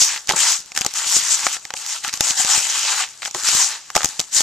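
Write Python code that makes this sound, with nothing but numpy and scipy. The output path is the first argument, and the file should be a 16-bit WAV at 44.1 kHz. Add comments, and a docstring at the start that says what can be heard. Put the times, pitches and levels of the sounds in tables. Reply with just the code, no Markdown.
"""Damp sand and gravel hiss and crunch under a hand that squeezes and stirs them in a plastic bucket, heard close up.
Countless grains slip under each stroke; pebbles click together and knock on the bucket, whose hollow rings briefly.
Stones crack and the hand thumps the load, over a faint steady wash of outdoor air.
Two microphone ports lift parts of the treble; the hardest cracks overload them with a low pop, mostly on the left."""
import sys
import numpy as np
from scipy import signal
from scipy.fft import rfft, irfft, next_fast_len
from scipy.io import wavfile
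from scipy.ndimage import map_coordinates

SR = 44100
rng = np.random.default_rng(int(sys.argv[2]) if len(sys.argv) > 2 else 0)


def store_wav(level_fs):
    """Save 16-bit WAV to argv[1]."""
    pcm = np.round(np.clip(np.atleast_2d(level_fs), -1, 1) * 32767)
    wavfile.write(sys.argv[1], SR, pcm.T.astype(np.int16))


N = 195054  # samples in the scene
TAPS = 2048  # samples in one contact or filter response

# Spectrum of a bright stone snap or falling crumb: frequency_hz, relative_level_db
SNAP_SPECTRUM = [(300, -3), (1500, -27.5), (3000, -3.5), (4300, 1), (6000, 6.5), (8000, 1.5), (11000, 1.5),
                 (14000, -4)]
# Spectrum of a low pop: frequency_hz, relative_level_db
POP_SPECTRUM = [(20, 0.5), (150, 2.5), (350, 2), (700, 1), (1500, -5.5), (5000, -31)]


def amp(db):
    """Amplitude ratio of a level in dB."""
    return 10 ** (np.asarray(db) / 20)


def read(points, size):
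    """A table over frequency, read at the bins of a transform of this size."""
    hz, value = np.transpose(points)
    bins_hz = np.fft.rfftfreq(size, 1 / SR)
    return np.interp(np.log(bins_hz + 1), np.log(hz), value)


def unit(x):
    """Scales to a mean energy of 1 per channel."""
    return x / np.sqrt(np.mean(np.sum(x ** 2, -1)) + 1e-20)


def ring(points):
    """The causal, minimum-phase impulse response that has this spectrum."""
    cepstrum = irfft(np.log(amp(read(points, TAPS))))
    # fold the cepstrum onto positive time
    cepstrum[1:TAPS // 2] *= 2
    cepstrum[TAPS // 2 + 1:] = 0
    return irfft(np.exp(rfft(cepstrum)))


def convolve(x, response):
    """Passes each channel through a response and keeps the original length."""
    full = signal.oaconvolve(np.atleast_2d(x), np.atleast_2d(response), axes=1)
    return full[:, :np.shape(x)[-1]]


def add(mix, s, sound):
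    """Lays a sound into the mix from this second on."""
    part = mix[:, max(round(s * SR), 0):][:, :sound.shape[1]]
    part += sound[:, :part.shape[1]]


def wander(per_s):
    """Random values joined by straight lines, with spread about 1, this many per second."""
    at = np.arange(N) * per_s / SR
    return np.interp(at, np.arange(N // 8), rng.standard_normal(N // 8)) * np.sqrt(3 / 2)


def contact(spectrum, crack_s, echo_db, echo_s):
    """One contact at both ports: a short noisy crack and its scatter off the bucket's walls."""
    # Likeness of the sound at the two ports: frequency_hz, likeness (0-1)
    port_likeness = [(100, 1), (700, 0.91), (2400, 0.95), (3300, 0.87), (4200, 0.25), (5400, 0.82),
                     (6500, 0.53), (7400, 1), (8600, 0), (9600, 0.65)]
    t = np.arange(TAPS) / SR
    shape = np.exp(-t / crack_s) + amp(echo_db) * np.exp(-t / echo_s)
    left, other = rfft(shape * rng.standard_normal((2, TAPS)))
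    alike = np.clip(read(port_likeness, TAPS), 0, 1)
    right = alike * left + np.sqrt(1 - alike ** 2) * other
    pair = irfft(np.array([left, right]))
    return unit(convolve(pair, ring(spectrum)))


def bucket(damping, uneven_db):
    """The loaded bucket rings in decaying modes; each place of impact weights them differently."""
    # Modes of the loaded bucket: frequency_hz, relative_level_db, t60_s at damping 1
    modes = [(380, -23, 0.053), (534, -8.5, 0.049), (662, -11, 0.047), (762, 1.5, 0.055), (841, 3, 0.046),
             (1110, -2.5, 0.025), (1208, -6.5, 0.053), (1277, 5, 0.017)]
    hz, db, t60 = np.transpose(modes)[:, :, None]
    t = np.arange(2 * TAPS) / SR
    sign = rng.choice([-1, 1], hz.shape)
    weight = sign * amp(db + uneven_db * rng.standard_normal(hz.shape))
    decay = amp(-60 * t * damping / t60)
    return unit(np.sum(weight * decay * np.sin(2 * np.pi * hz * t), 0)[None])


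def air(level_db):
    """A faint steady wash of quiet outdoor air behind the work: filtered noise, independent at each port."""
    # Spectrum of the air: frequency_hz, relative_level_db
    air_spectrum = [(20, -13), (60, -1), (130, 2), (250, -2), (700, 0), (2000, -10), (6000, -19),
                    (14000, -16.5)]
    wash = convolve(rng.standard_normal((2, N)), ring(air_spectrum))
    return amp(level_db) * np.sqrt(N) * unit(wash)


def thumps():
    """The soft hand lands on the heap and pushes the whole load against the bucket's floor."""
    # Landings of the hand: start_s, level_db
    landings = [(0.308, -1), (0.334, 5), (0.846, -4.5), (3.348, 0), (3.969, -8)]
    # Spectrum of a landing: frequency_hz, relative_level_db
    thump_spectrum = [(40, -21), (110, -8), (170, -3), (280, -9), (365, 6.5), (460, 0.5), (640, -1.5),
                      (1250, 1), (4000, -65)]
    out = np.zeros((2, N))
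    for s, db in landings:
        add(out, s, amp(db) * contact(thump_spectrum, crack_s=0.0069, echo_db=-9, echo_s=0.039))
    return out


def stone(hz, snap_db, clack_db, knock_db):
    """One stone's sound: a bright snap, a duller clack at its pitch and a knock on the bucket."""
    # Spectrum of a clack: multiple_of_pitch, relative_level_db
    clack_spectrum = [(.05, -30), (.25, -11.5), (.5, -5), (.8, 3), (1, 1.5), (1.3, -0.5), (1.8, -7.5),
                      (3, -8), (6, -34.5)]
    body = [(multiple * hz, db) for multiple, db in clack_spectrum]
    snap = contact(SNAP_SPECTRUM, crack_s=0.0016, echo_db=-21.5, echo_s=0.0044)
    clack = contact(body, crack_s=0.00038, echo_db=-3, echo_s=0.0025)
    out = amp([[knock_db], [knock_db]]) * bucket(damping=0.93, uneven_db=0.5)  # same at both ports
    add(out, 0, amp(snap_db) * snap)
    add(out, 0, amp(clack_db) * clack)
    return out


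def pebbles(level_db):
    """Loose pebbles strike heap and bucket; the bigger and lower one is, the harder it knocks the bucket."""
    # Strikes: start_s, level_db before the common level, pitch_hz, snap_db relative to the strike
    strikes = [(0.1614, 0.5, 2400, -8), (0.176, -4, 2920, -15), (0.2922, 11.5, 2380, -11),
               (0.2992, 11, 1610, -9), (0.308, 7.5, 1100, -12), (0.719, -7, 2000, -1.5),
               (0.7505, -9, 2150, 5), (0.7635, -0.5, 2000, 4.5), (0.7756, 7, 2220, 5.5),
               (0.8167, 5.5, 3500, 1), (0.8479, -2, 795, 3), (1.4673, 12.5, 1520, -11),
               (1.567, -3, 2150, -17), (1.6522, -4, 2400, -1), (1.705, 0.5, 1940, -8),
               (1.7387, 2, 1046, -2), (1.768, -4, 3650, -6), (2.0479, 3.5, 1740, -3),
               (2.0874, -.5, 2760, -8), (2.094, -0.5, 2880, -6), (2.1387, -4.5, 1920, 12),
               (2.2078, 13, 3260, -4), (2.3076, 4, 2830, 2), (3.2212, -3.5, 2260, -14),
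               (3.2298, -2, 2100, -17), (3.2514, -2, 2700, 2), (3.2577, 1.5, 2650, -7),
               (3.2774, -8, 915, 3), (3.3474, 1, 1320, 0), (3.9023, -4, 1800, -1.5), (3.953, 12, 1060, -3),
               (3.9644, 13.5, 820, -6), (3.9767, 4, 1200, -1), (4.007, 2, 1390, -14), (4.018, 0, 1430, -9),
               (4.0318, 2, 1500, 2)]
    knock_at_1khz_db, knock_db_per_octave = -1, -8  # relative to the strike
    out = np.zeros((2, N))
    for s, db, hz, snap_db in strikes:
        knock_db = knock_at_1khz_db + knock_db_per_octave * np.log2(hz / 1000)
        add(out, s, stone(hz, db + snap_db, db, db + knock_db))
    return amp(level_db) * out


def cracks(snap_db, pop_db, pop_right_db):
    """Pinched stones slip with a bright crack; the excess over the overload level adds a low pop, mostly left."""
    # Slips of pinched stones: start_s, crack_db (snap, clack and knock are set relative to it)
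    slips = [(0.2728, -2.5), (0.2922, 12.5), (0.304, 3.5), (0.3215, 6.5), (0.7883, 3.5), (0.8107, 8.5),
             (0.8477, 4), (0.8638, 12.5), (0.9383, 1.5), (1.1666, 10), (1.4669, 6.5), (1.8634, -1),
             (2.174, -1), (2.2077, 16.5), (2.4482, 8.5), (2.579, 7), (3.3108, -4.5), (3.4874, 7),
             (3.9518, -2), (3.9609, 11.5), (3.9658, 13.5), (4.0453, 15.5), (4.057, 8.5), (4.1949, 10),
             (4.2013, 9.5), (4.2126, 0.5), (4.4067, 11)]
    pitch_hz, clack_db, knock_db = 2400, -15.5, -17.5  # levels relative to the crack
    overload_db = 4.5  # crack level above which the pop appears
    out = np.zeros((2, N))
    low_pop = unit(ring(POP_SPECTRUM)) * amp([[pop_db], [pop_db + pop_right_db]])
    for s, db in slips:
        add(out, s, stone(pitch_hz, db + snap_db, db + clack_db, db + knock_db))
        excess = max(amp(db) - amp(overload_db), 0)
        add(out, s, -excess * low_pop)
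    return out


def grains(spectrum, per_s, spread_db, crack_s, echo_db, echo_s, count=16):
    """Slips of many sizes at random moments, from a number of places in the heap; about rms 1."""
    size = amp(spread_db * np.minimum(rng.exponential(1, N), 4.5)) * rng.choice([-1, 1], N)
    happens = rng.random(N) < per_s / SR
    slips = unit(size * happens) * np.sqrt(N)
    place = rng.integers(0, count, N)
    out = np.zeros((2, N))
    for k in range(count):
        out += convolve(slips * (place == k), contact(spectrum, crack_s, echo_db, echo_s))
    return out


def shifting(x, depth_db, span_s, span_hz):
    """The fingers keep changing the gaps that the sound leaves by, so its colour drifts; rms 1."""
    hz, t, z = signal.stft(x, SR, nperseg=512)
    # a random map of gains over log frequency and time
    knots = rng.standard_normal((400, 1000))
    where = np.meshgrid(np.log1p(hz / span_hz) * 4, t / span_s, indexing="ij")
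    z = z * amp(depth_db * map_coordinates(knots, where, order=1, mode="wrap"))
    coloured = signal.istft(z, SR, nperseg=512)[1][:, :N]
    return np.sqrt(N) * unit(coloured)


def effort():
    """Strokes build up, hold and die away, adding in power; gives the fine and coarse levels in dB."""
    # Pushes through the sand: start_s, rise_s, hold_s, release_s, grit_db (before the layer levels),
    # crunch_db relative to the grit
    strokes = [(0.0, 0.001, 0.022, 0.15, -10, -16.5), (0.041, 0.071, 0.031, 0.097, -26.5, 0),
               (0.277, 0.013, 0.013, 0.23, -25, -0.5), (0.358, .005, 0.16, 0.096, -15, -9),
               (0.738, 0.027, 0.031, 0.64, -30, -6), (0.94, 0.018, 0.59, 0.064, -23.5, -6.5),
               (1.043, 0.12, 0.005, 0.13, -12.5, -19), (1.212, 0.1, 0.034, 0.064, -17.5, -17),
               (1.748, 0.017, 0.12, 0.32, -28.5, -10), (1.832, 0.097, 0.036, 0.071, -25, -8.5),
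               (2.025, 0.023, 0.02, 0.075, -25.5, -3.5), (2.126, 0.0025, 0.0078, 0.11, -26, -6),
               (2.178, 0.075, 0.057, 0.14, -19, -8), (2.348, 0.048, 0.031, 0.045, -16, -9.5),
               (2.389, 0.071, 0.54, 0.12, -21, -7), (2.45, 0.051, 0.094, 0.034, -16.5, -9),
               (2.827, 0.067, 0.034, 0.055, -24, 1.5), (2.961, 0.04, 0.033, 0.045, -30, 7),
               (3.217, 0.004, 0.057, .035, -32, -3.5), (3.341, 0.0044, 0.098, .2, -26, -8.5),
               (3.43, 0.048, 0.15, 0.14, -14, -10), (3.661, 0.047, .03, .12, -31.5, 1),
               (3.948, 0.0028, 0.048, 0.38, -26, -8), (4.19, 0.0025, 0.009, 0.062, -29, -3),
               (4.31, 0.067, 0.029, 0.071, -13, -15)]
    release_db = 24.5  # how far a stroke dies away in its release time
    settle_db, settle_coarse_db = -44, -6.5  # the heap never quite stops settling; coarse relative to fine
    t = np.arange(N) / SR
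    fine = amp(settle_db) ** 2
    coarse = amp(settle_db + settle_coarse_db) ** 2
    for start, rise, hold, release, db, coarse_db in strokes:
        late = np.maximum(t - start - rise - hold, 0)
        push = np.clip((t - start) / rise, 0, 1) * amp(db - release_db * late / release)
        fine = fine + push ** 2
        coarse = coarse + (push * amp(coarse_db)) ** 2
    return 10 * np.log10(fine), 10 * np.log10(coarse)


def sand(grit_db, crunch_db, hollow_db, clump_db, crunch_clump_db, crumbs_db, crumbs_follow,
         crackle_db, crackle_follow, gravel_db):
    """The hand shears the sand, which gives way in clumps: fine grit hisses, coarse grains crunch."""
    # Spectra of one contact of fine grit, coarse grain and small gravel: frequency_hz, relative_level_db
    grit_spectrum = [(300, -36.5), (1500, -23), (3000, -6.5), (4300, -1.5), (6000, 5.5), (8000, 4.5),
                     (11000, -3), (14000, -7)]
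    crunch_spectrum = [(60, -45), (250, -20.5), (520, -12), (750, -4), (1100, -1), (1600, 0), (2200, 1.5),
                       (3300, -0.5), (4800, -4), (9000, -44)]
    gravel_spectrum = [(200, -28.5), (600, -6), (1200, -3), (2300, -1), (3500, -6), (6000, -3.5), (9000, 1),
                       (14000, -55)]
    level, coarse = effort()
    clumps = (wander(per_s=81) + wander(per_s=740)) / np.sqrt(2)

    grit = grains(grit_spectrum, per_s=5000, spread_db=3.0, crack_s=0.00037, echo_db=-15.0, echo_s=0.015)
    grit = shifting(grit, depth_db=2.5, span_s=0.027, span_hz=886)
    grit = grit * amp(level + grit_db + clump_db * clumps)

    crunch = grains(crunch_spectrum, per_s=2400, spread_db=2.5, crack_s=0.00056, echo_db=-8.5, echo_s=0.0032)
    # the coarse grains sound the bucket, which the hand damps now more, now less
    hollow = convolve(crunch.mean(0), bucket(damping=1.0, uneven_db=0))
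    hollow = amp(hollow_db) * shifting(hollow, depth_db=5.5, span_s=0.048, span_hz=162)
    crunch = shifting(crunch, depth_db=3.5, span_s=0.035, span_hz=371) + hollow
    crunch = crunch * amp(coarse + crunch_db + crunch_clump_db * clumps)

    # loose crumbs keep falling between the strokes
    crumbs = grains(SNAP_SPECTRUM, per_s=84, spread_db=6.0, crack_s=0.00027, echo_db=-20, echo_s=0.0036)
    crumbs = crumbs * amp(crumbs_db + crumbs_follow * level)

    # hard strokes bring a low crackle on the left only
    crackle = grains(POP_SPECTRUM, per_s=250, spread_db=8.0, crack_s=0.0001, echo_db=-58, echo_s=0.002)
    crackle = crackle * amp(crackle_db + crackle_follow * level) * [[1], [0]]

    # bits of gravel tick one by one within the crunch
    gravel = grains(gravel_spectrum, per_s=130, spread_db=2.0, crack_s=0.0007, echo_db=-21, echo_s=0.0017)
    gravel = gravel * amp(coarse + gravel_db)
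    return grit + crunch + gravel + crumbs + crackle


def scene():
    """Strokes through the sand, cracks, pebbles, the hand's thumps and the air around them."""
    stirring = sand(grit_db=-0.98, crunch_db=-1.5, hollow_db=-11.5, clump_db=1.0, crunch_clump_db=0.5,
                    crumbs_db=-23.5, crumbs_follow=0.62, crackle_db=-7.5, crackle_follow=2.58, gravel_db=-6.5)
    clicks = cracks(snap_db=-1.0, pop_db=0.5, pop_right_db=-43) + pebbles(level_db=-1.84)
    return stirring + clicks + thumps() + air(level_db=-56.5)


def record(dry):
    """Each port colours the treble, the right a little late; peaks round off near full scale, then a low-pass."""
    # Response of each microphone port: frequency_hz, gain_db
    left_port = [(900, -1.5), (4000, 1.5), (6000, 0), (7150, 7.5), (7900, 4.5), (8600, -0.5), (10000, -6),
                 (14000, -5)]
    right_port = [(900, -1), (4000, 2), (6200, 4), (7300, -5), (9000, -13), (13000, -23.5)]
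    # How far the right port lags: frequency_hz, phase_rad
    port_lag = [(2300, 0.034), (3700, 0.36), (5300, 0.55), (6400, .03)]
    edge_hz, ceiling = 14400, 0.88  # ceiling in parts of full scale
    size = next_fast_len(N + TAPS)
    ports = amp([read(left_port, size), read(right_port, size)])
    lag = np.exp(-1j * np.outer([0, 1], read(port_lag, size)))
    heard = irfft(rfft(dry, size) * ports * lag, size)[:, :N]
    limited = heard / (1 + (heard / ceiling) ** 6) ** (1 / 6)
    low_pass = signal.firwin(255, edge_hz, window=("kaiser", 8), fs=SR)
    return signal.oaconvolve(limited, low_pass[None], "same")


dry = scene()
out = record(dry)
store_wav(out)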